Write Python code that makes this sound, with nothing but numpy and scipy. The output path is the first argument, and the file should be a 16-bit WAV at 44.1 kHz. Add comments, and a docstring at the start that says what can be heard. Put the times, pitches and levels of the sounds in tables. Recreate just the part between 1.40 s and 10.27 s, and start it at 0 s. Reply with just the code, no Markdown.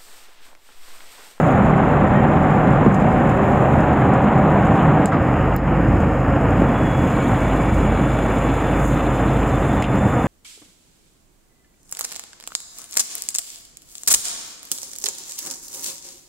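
"""A fishing boat's diesel idles at sea, then speeds up in gear: sine multiples of the firing rate
and humming hull panels (narrow noise). Wind and water rumble and roar as shaped noise, spray hisses,
waves slap the hull as falling sines, an electric reel whines, tackle ticks, knocks and squeaks.
A small microphone behind a narrow port hears it; its gain control ducks after sharp treble."""
import sys
import numpy as np
from scipy import signal
from scipy.io import wavfile
from scipy.ndimage import uniform_filter1d, minimum_filter1d

SR = 44100
rng = np.random.default_rng(int(sys.argv[2]) if len(sys.argv) > 2 else 0)


def transcribe(signal):
    """Save signal, clipped to [-1, 1], as a 16-bit WAV file at the path in sys.argv[1]."""
    frames = np.atleast_2d(signal).T
    limited = np.clip(frames, -1, 1)
    pcm = np.round(limited * 32767).astype(np.int16)
    wavfile.write(sys.argv[1], SR, pcm)


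N = 391166
T = np.arange(N) / SR

# engine, idle to gear to easing throttle: t/s, second multiple of firing rate f/Hz, its level/dB
ENGINE_SPEED = [(0, 45.1, -31.5), (3.68, 45.1, -41), (3.94, 50.6, -29), (4.1, 51.8, -24.5),
                (5.1, 51.8, -27.5), (5.68, 51.8, -31), (6.0, 51.8, -24), (6.3, 51.8, -23),
                (6.65, 51.8, -24.5), (8.15, 51.8, -24), (8.36, 50.6, -29), (8.87, 49.3, -35)]
# microphone port response: f/Hz, gain/dB
PORT_RESPONSE = [(4000, 3.5), (5000, 13.5), (6300, 10.5), (7200, 13.5), (8300, -5.5), (9000, 2),
                 (9900, -8.5), (10800, -3), (12300, -3), (13300, -37.5), (14300, -1.5), (15700, -10)]


def amp(db):
    """Gain of a level in dB."""
    return 10 ** (np.asarray(db) / 20)


def unit(x):
    """Scales to rms 1."""
    return x / np.sqrt(np.mean(x ** 2) + 1e-20)


def read(points, hz):
    """Value of a spectrum at hz, interpolated over log frequency."""
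    f, value = np.transpose(points)
    return np.interp(np.log(hz + 1), np.log(f + 1), value)


def curves(rows, t):
    """Columns of a table, interpolated at the times t."""
    s, *columns = np.transpose(rows)
    return [np.interp(t, s, c) for c in columns]


def smooth(x, span):
    """Two moving averages over span samples."""
    return uniform_filter1d(uniform_filter1d(x, size=span), size=span)


def in_gear(t):
    """0 at idle, 1 in gear, judged from the second multiple of the firing rate."""
    idle_hz, gear_hz = 45.2, 48.5
    return np.clip((curves(ENGINE_SPEED, t)[0] - idle_hz) / (gear_hz - idle_hz), 0, 1)


def add(mix, s, sound):
    """Mixes a sound in at s seconds, cut at the end of the mix."""
    part = mix[round(s * SR):][:len(sound)]
    part += sound[:len(part)]


def fuzzy_tone(hz, width_hz, size=N):
    """Narrow noise of rms 1 that follows the curve hz: slow complex noise on a carrier."""
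    r = np.exp(-np.pi * width_hz / SR)
    noise = rng.standard_normal(size) + 1j * rng.standard_normal(size)
    slow = signal.lfilter([1], [1, -2 * r, r * r], noise)
    carrier = np.exp(2j * np.pi * np.cumsum(hz + np.zeros(size)) / SR)
    return unit((slow * carrier).real)


def wash(shape_db, size, patchy_db, flicker_db):
    """Noise of rms 1 and spectrum shape_db(hz, t), even in power but for random patches and wide flicker."""
    hop = size // 4
    t, hz = np.arange(N // hop + 5) * hop / SR, np.fft.rfftfreq(size, 1 / SR)
    a, b, patches = rng.standard_normal((len(t), len(hz), 3)).T
    patches = uniform_filter1d(patches, size=8, axis=0)
    patches = unit(uniform_filter1d(patches, size=8, axis=1))
    flicker = unit(uniform_filter1d(rng.standard_normal(len(t)), size=4))
    shape = amp(shape_db(hz[:, None], t))
    shape = shape / np.sqrt((shape ** 2).sum(0))  # equal power in every frame
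    frames = (a + 1j * b) * shape * amp(patchy_db * patches + flicker_db * flicker)
    return unit(signal.istft(frames, nperseg=size, noverlap=size - hop)[1][:N])


def deck():
    """Wind and water: rumble and roar change colour in gear; the roar throbs at the firing rate."""
    # t/s, hull rumble level/dB, roar level/dB
    deck_levels = [(0, -16.5, -16.5), (1.2, -17.5, -17), (1.58, -18, -19.5), (1.7, -18, -18),
                   (3.05, -16.5, -17), (3.64, -16.5, -17), (3.672, -21, -17), (3.75, -16, -17.5),
                   (3.85, -20.5, -21), (4.1, -23, -22.5), (4.45, -19.5, -24), (4.8, -24, -24.5),
                   (5.18, -17, -21), (5.62, -19.5, -22), (6.05, -17, -20.5), (6.3, -19.5, -22.5),
                   (6.8, -21, -22), (7.4, -19, -20.5), (7.5, -20.5, -22), (7.8, -21.5, -21),
                   (8.4, -18.5, -22), (8.87, -21.5, -22)]
    # spectra at idle and in gear: f/Hz, relative density/dB per Hz
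    rumble_idle = [(18, -51), (30, -14), (80, -8.5), (146, -4.5), (216, -0.5), (347, -12.5), (400, -12),
                   (520, -36.5), (880, -120)]
    rumble_gear = [(20, -48), (36, -33), (46, -3), (62, -2), (72, -24), (97, -1), (124, 1), (156, -1),
                   (296, -3), (340, -16.5), (400, -15), (520, -58)]
    roar_idle = [(180, -25), (300, -2.5), (396, -16), (438, -6), (572, -6), (647, -6.5), (765, -2),
                 (874, -9), (1120, -10), (1840, -19.5), (2130, -23), (2720, -29), (4300, -48.5),
                 (5590, -88.5), (9460, -120)]
    roar_gear = [(180, -23), (300, -4.5), (347, -13), (479, -8.5), (512, -8.5), (605, -11.5), (669, -8.5),
                 (914, -13.5), (1260, -15.5), (2850, -31.5), (4300, -62), (5590, -97), (9460, -120)]
    gust_s, gust_rms_db, throb_depth = 0.038, 0.6, 0.058

    def blend(idle, gear):
        return lambda hz, t: read(idle, hz) + in_gear(t) * (read(gear, hz) - read(idle, hz))

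    rumble_db, roar_db = curves(deck_levels, T)
    gust_db = gust_rms_db * unit(smooth(rng.standard_normal(N), round(gust_s * SR)))
    throb = 1 + throb_depth * np.cos(np.pi * np.cumsum(curves(ENGINE_SPEED, T)[0]) / SR)
    rumble = wash(blend(rumble_idle, rumble_gear), size=4096, patchy_db=0.37, flicker_db=1.23)
    roar = wash(blend(roar_idle, roar_gear), size=1024, patchy_db=0.33, flicker_db=0.46)
    return amp(gust_db) * (amp(rumble_db) * rumble + amp(roar_db) * roar * throb)


def hiss():
    """Spray, line and rod: wide hiss with a softer top octave, a rod swish and fine random drops."""
    # t/s, hiss level/dB
    hiss_levels = [(0, -47), (.35, -51.5), (1.7, -51.5), (2.3, -49), (2.75, -52.5), (3.4, -49.5),
                   (3.75, -54.5), (4.35, -58), (4.65, -55), (4.85, -56), (5.9, -43.5), (6.5, -48.5),
                   (6.95, -45), (7.8, -45.5), (8.3, -45.5), (8.5, -48.5), (8.87, -45.5)]
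    # upward swish of the rod: t/s, rise/dB, width/s
    rod_swish = (7.47, 10, .065)
    top_octave_db, sea_db, sea_share = -1.5, -54, 0.74
    drops_per_s, drop_decay_samples = 60, 250

    def level_db(t):
        s, rise_db, width_s = rod_swish
        return curves(hiss_levels, t)[0] + rise_db * np.exp(-((t - s) / width_s) ** 2)

    def tilt(hz, t):
        # the low hiss of the sea swells less
        sea = sea_share * (sea_db - level_db(t)) * np.clip((6000 - hz) / 600, 0, 1)
        top = top_octave_db * np.clip((hz - 9000) / 1500, 0, 1)
        low_cut = -30 * np.clip((3800 - hz) / 1500, 0, 3)
        return sea + top + low_cut

    drop_gain = amp(1.6 * np.minimum(rng.exponential(1, N), 4))
    drops = drop_gain * (rng.random(N) < drops_per_s / SR)
    spatter = 1 + 0.39 * signal.lfilter([1], [1, -np.exp(-1 / drop_decay_samples)], drops)
    return amp(level_db(T)) * wash(tilt, size=256, patchy_db=0.7, flicker_db=0.5) * spatter


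def slaps():
    """Waves slap the hull: the trapped water pocket grows, so each decaying sine drops quickly in pitch."""
    # t/s, peak/dB, final pitch f/Hz, t60/s
    wave_slaps = [(1.429, -9, 170, 0.044), (1.4629, -0.5, 217, 0.11), (5.219, -6, 193, 0.055),
                  (5.978, -13, 149, .04)]
    out, t = np.zeros(N), np.arange(4000) / SR
    for s, db, hz, t60_s in wave_slaps:
        turns = np.cumsum(hz + 450 * np.exp(-t / 0.0016)) / SR
        attack = np.minimum(t / 0.00039, 1)
        add(out, s, amp(db - 60 * t / t60_s) * attack * np.sin(2 * np.pi * turns))
    return out


def knocks():
    """Tackle knocks and scrapes as decaying narrow noise, and a squeak as a few harmonics."""
    # t/s, level/dB, f/Hz, width/Hz, t60/s
    tackle_knocks = [(3.39, -29.5, 2960, 600, 0.13), (3.716, -13, 1132, 890, 0.24),
                     (4.165, -41, 4700, 1200, .1), (6.12, -34, 2920, 200, .08),
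                     (8.422, -37, 3430, 1500, .09), (8.422, -23, 2240, 895, 0.071),
                     (8.44, -23, 2630, 1100, 0.1), (8.44, -42, 3510, 1000, 0.072)]
    # t/s, length/s, fundamental f/Hz
    squeak = (.742, .07, 622)
    # multiple of the fundamental, level/dB
    squeak_multiples = [(3, -27.5), (4, -44), (5, -44)]
    out, t = np.zeros(N), np.arange(12000) / SR
    for s, db, hz, width_hz, t60_s in tackle_knocks:
        envelope = amp(db - 60 * t / t60_s) * np.minimum(t / (0.023 * t60_s), 1)
        add(out, s, envelope * fuzzy_tone(hz, width_hz, size=len(t)))
    s, length_s, hz = squeak
    t = np.arange(0, length_s, 1 / SR)
    tone = sum(amp(db) * np.sin(2 * np.pi * k * hz * t) for k, db in squeak_multiples)
    add(out, s, signal.windows.tukey(len(t), .4) * tone)
    return out


def ticks():
    """Tackle and drops near the port: a 1.4 ms ringing snap, brighter when harder, then a duller rattle."""
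    # t/s, snap level/dB, ring f/Hz, rattle level/dB
    port_ticks = [(0.1082, -31, 6630, -43.5), (1.5434, -32, 6900, -32), (1.6003, -32, 7390, -39.5),
                  (1.8936, -29, 7400, -36), (2.1755, -35.5, 6770, -44), (2.4039, -34, 7350, -37),
                  (2.7367, -31.5, 7100, -34), (3.2705, -31, 7400, -45.5), (3.6578, -13.5, 8000, -22),
                  (4.163, -18, 14360, -35), (4.6029, -37, 6680, -42), (6.2193, -37, 7300, -38.5),
                  (6.7256, -36.5, 7100, -41.5), (6.7894, -30, 7140, -40.5), (7.637, -37, 7210, -42),
                  (7.8506, -36.5, 7260, -38.5), (8.09, -33, 7380, -35), (8.1843, -36, 7100, -39.5),
                  (8.422, -30.5, 6990, -24), (8.4394, -28, 6980, -32), (8.7316, -37.5, 7250, -45)]
    rattle_t60_s, hard_db, longer_s_per_db = 0.0855, -20, 0.007125  # harder snaps rattle longer
    out, t = np.zeros(N), np.arange(6000) / SR
    noises = rng.standard_normal((len(port_ticks), len(t)))
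    short = np.exp(-(t / .0014) ** 4)
    attack = np.minimum(t / 0.00014, 1)
    for (s, db, hz, rattle_db), noise in zip(port_ticks, noises):
        ring = amp(-read(PORT_RESPONSE, hz)) * np.sin(2 * np.pi * hz * t)  # offsets the port gain
        bright = amp(.5 * (db + 10.0)) * np.diff(np.diff(noise, prepend=0), prepend=0)
        snap = amp(db) * short * (ring + 0.3 * bright)
        t60_s = rattle_t60_s + longer_s_per_db * max(db - hard_db, 0)
        dull = np.diff(uniform_filter1d(noise, size=3), prepend=0)
        rattle = amp(rattle_db - 60 * t / t60_s) * dull
        add(out, s, attack * (snap + rattle))
    return out


def reel():
    """Reel motor: a thin gear-mesh whine, noise bands at multiples of it, spool hum and case buzz."""
    # mesh pitch sags under each pull, creeps up as the load lightens: t/s, mesh f/Hz, level/dB
    mesh = [(5.05, 3117, -57), (5.2, 3400, -58), (5.34, 3400, -49), (5.52, 3362, -43), (5.68, 3420, -50),
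            (6.03, 3464, -48), (6.3, 3445, -49), (6.44, 3402, -47), (6.92, 3475, -47.5), (7.05, 3451, -47),
            (7.4, 3505, -48), (7.7, 3498, -49.5), (8.07, 3535, -49), (8.25, 3505, -48), (8.68, 3528, -48.5),
            (8.87, 3500, -47.5)]
    # fuzzy bands: multiple of mesh pitch, width/Hz, level relative to the smoothed mesh/dB
    mesh_bands = [(1.07, 120, -27.5), (2.06, 90, -11), (2.6, 300, -8), (3.07, 300, -9)]
    # blurred spool hum under load: t/s, f/Hz, level/dB
    spool = [(5.3, 2230, -58), (5.7, 2260, -43), (7.15, 2275, -43), (7.5, 2260, -58), (8.87, 2260, -62)]
    # t/s, case noise level/dB
    case_levels = [(4.9, -51), (5.5, -49), (5.8, -39.5), (6.4, -42.5), (7.05, -40.5), (7.4, -41),
                   (8.3, -44), (8.55, -47), (8.87, -51)]

    def case_shape(f, t):
        return -16 * abs(np.log2((f + 1) / 2300)) ** 2 + 0 * t

    hz, db = curves(mesh, T)
    hz = hz + 6 * unit(smooth(rng.standard_normal(N), 3000))  # wander, 6 Hz rms
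    on = np.clip((T - mesh[0][0]) / 0.088, 0, 1)
    out = amp(db) * (1.05 * np.sin(2 * np.pi * np.cumsum(hz) / SR) + 0.32 * fuzzy_tone(hz, 52))
    loaded = np.clip((T - 5.3) / 0.5, .2, 1)  # bands grow as the line goes taut
    steady_db = uniform_filter1d(db, size=30000)
    for k, width_hz, band_db in mesh_bands:
        out += amp(steady_db + band_db) * loaded * fuzzy_tone(k * hz, width_hz)
    spool_hz, spool_db = curves(spool, T)
    out += amp(spool_db) * fuzzy_tone(spool_hz, 94)
    case = wash(case_shape, size=512, patchy_db=3.0, flicker_db=-1.5)
    out += amp(curves(case_levels, T)[0]) * case
    return on * out


def engine():
    """Diesel: clean low multiples of the firing rate, and hull panels humming around fixed pitches."""
    # other multiples: multiple of firing rate, level at idle/dB, level in gear/dB
    orders = [(1, -56, -56), (3, -37, -40), (5, -30, -27), (6, -41, -51)]
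    # seventh multiple, booming in swells at idle: t/s, level/dB
    boom = [(0, -19), (.5, -44), (1, -22), (1.4, -21), (1.75, -31), (2, -28), (2.75, -38), (3, -23),
            (3.5, -18), (3.7, -25), (8.87, -63)]
    # panels shaken by the engine: f/Hz, width/Hz, level at idle/dB, level in gear/dB
    panels = [(80.7, 6.1, -30, -29.5), (128.5, 9, -25.5, -36), (146.5, 24, -23.5, -50), (195, 11, -26, -41),
              (316, 12.5, -44, -38), (392.8, 5.7, -32, -44.5), (544, 23.5, -31.5, -35),
              (604.4, 39, -31, -57), (756, 25, -30, -40), (1265, 31, -59, -59), (1840, 39, -44, -46.5)]
    second_hz, second_db = curves(ENGINE_SPEED, T)
    gear, firings = in_gear(T), np.cumsum(second_hz / 2) / SR
    levels = [(2, second_db), (7, curves(boom, T)[0])]
    levels += [(k, idle_db + gear * (gear_db - idle_db)) for k, idle_db, gear_db in orders]
    out = np.zeros(N)
    for k, rms_db in levels:
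        out += np.sqrt(2) * amp(rms_db) * np.sin(2 * np.pi * (k * firings + rng.random()))
    for f, width_hz, idle_db, gear_db in panels:
        out += amp(idle_db + gear * (gear_db - idle_db)) * fuzzy_tone(f, width_hz)
    return out


def scene():
    """Everything reaches both capsules alike."""
    mix = deck() + hiss() + slaps() + knocks() + ticks() + reel() + engine()
    return np.array([mix, mix])


def port(dry):
    """Narrow port: a causal minimum-phase filter and two nulls, one narrow, one wide."""
    # f/Hz, width/Hz
    port_nulls = [(4550, 740), (5700, 2980)]
    hz = np.fft.rfftfreq(4096, 1 / SR)
    log_gain = np.log(amp(read(PORT_RESPONSE, hz)))
    log_gain = np.concatenate([log_gain, log_gain[-2:0:-1]])
    taps = np.fft.ifft(np.exp(np.conj(signal.hilbert(log_gain)))).real[:2048]
    heard = signal.oaconvolve(dry, taps[None])[:, :N]
    for null_hz, width_hz in port_nulls:
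        heard = signal.lfilter(*signal.iirnotch(null_hz, null_hz / width_hz, SR), heard)
    return heard


def duck(heard):
    """Gain control: treble over a threshold lowers the gain, which then recovers steadily in dB."""
    threshold_db, share, held_fall_db_per_s = -48, .47, 110
    treble = signal.lfilter(*signal.butter(2, 4500, "high", fs=SR), heard[0])
    power_db = 10 * np.log10(signal.lfilter([.006], [1, -.994], treble ** 2) + 1e-12)
    fall_db = T * held_fall_db_per_s
    held_db = np.maximum.accumulate(power_db + fall_db) - fall_db
    over_db = np.maximum(held_db - threshold_db, 0)
    return heard / amp(share * uniform_filter1d(over_db, size=300, origin=149))  # averages the past


def amplifier_noise():
    """Steady shaped hiss of the microphone amplifier."""
    # f/Hz, relative density/dB per Hz
    self_noise = [(3000, -39.5), (8000, -12.5), (13000, -14), (15700, 1.5)]
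    level_db = -64
    return amp(level_db) * wash(lambda f, t: read(self_noise, f) + 0 * t, size=512, patchy_db=1.5, flicker_db=0)


def limit(heard):
    """Limiter: a smoothed gain eases the highest peaks down."""
    gain = np.minimum(.9 / (abs(heard[0]) + 1e-9), 1)
    return heard * smooth(minimum_filter1d(gain, size=601), 300)


def record(dry):
    """Port, treble ducking, amplifier noise, limiter, capsules unequal in the bass, band limit."""
    edge_hz, bass_share = 15760, .047
    heard = limit(duck(port(dry)) + amplifier_noise())
    bass = signal.lfilter(*signal.butter(1, 380, fs=SR), heard[0])
    bass = bass_share * signal.oaconvolve(bass, signal.firwin(801, 800, fs=SR), "same")
    pair = heard + np.array([-bass, bass])
    band = signal.firwin(1023, edge_hz, window=("kaiser", 10), fs=SR)
    return signal.oaconvolve(pair, band[None], "same")


dry = scene()
out = record(dry)
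transcribe(out)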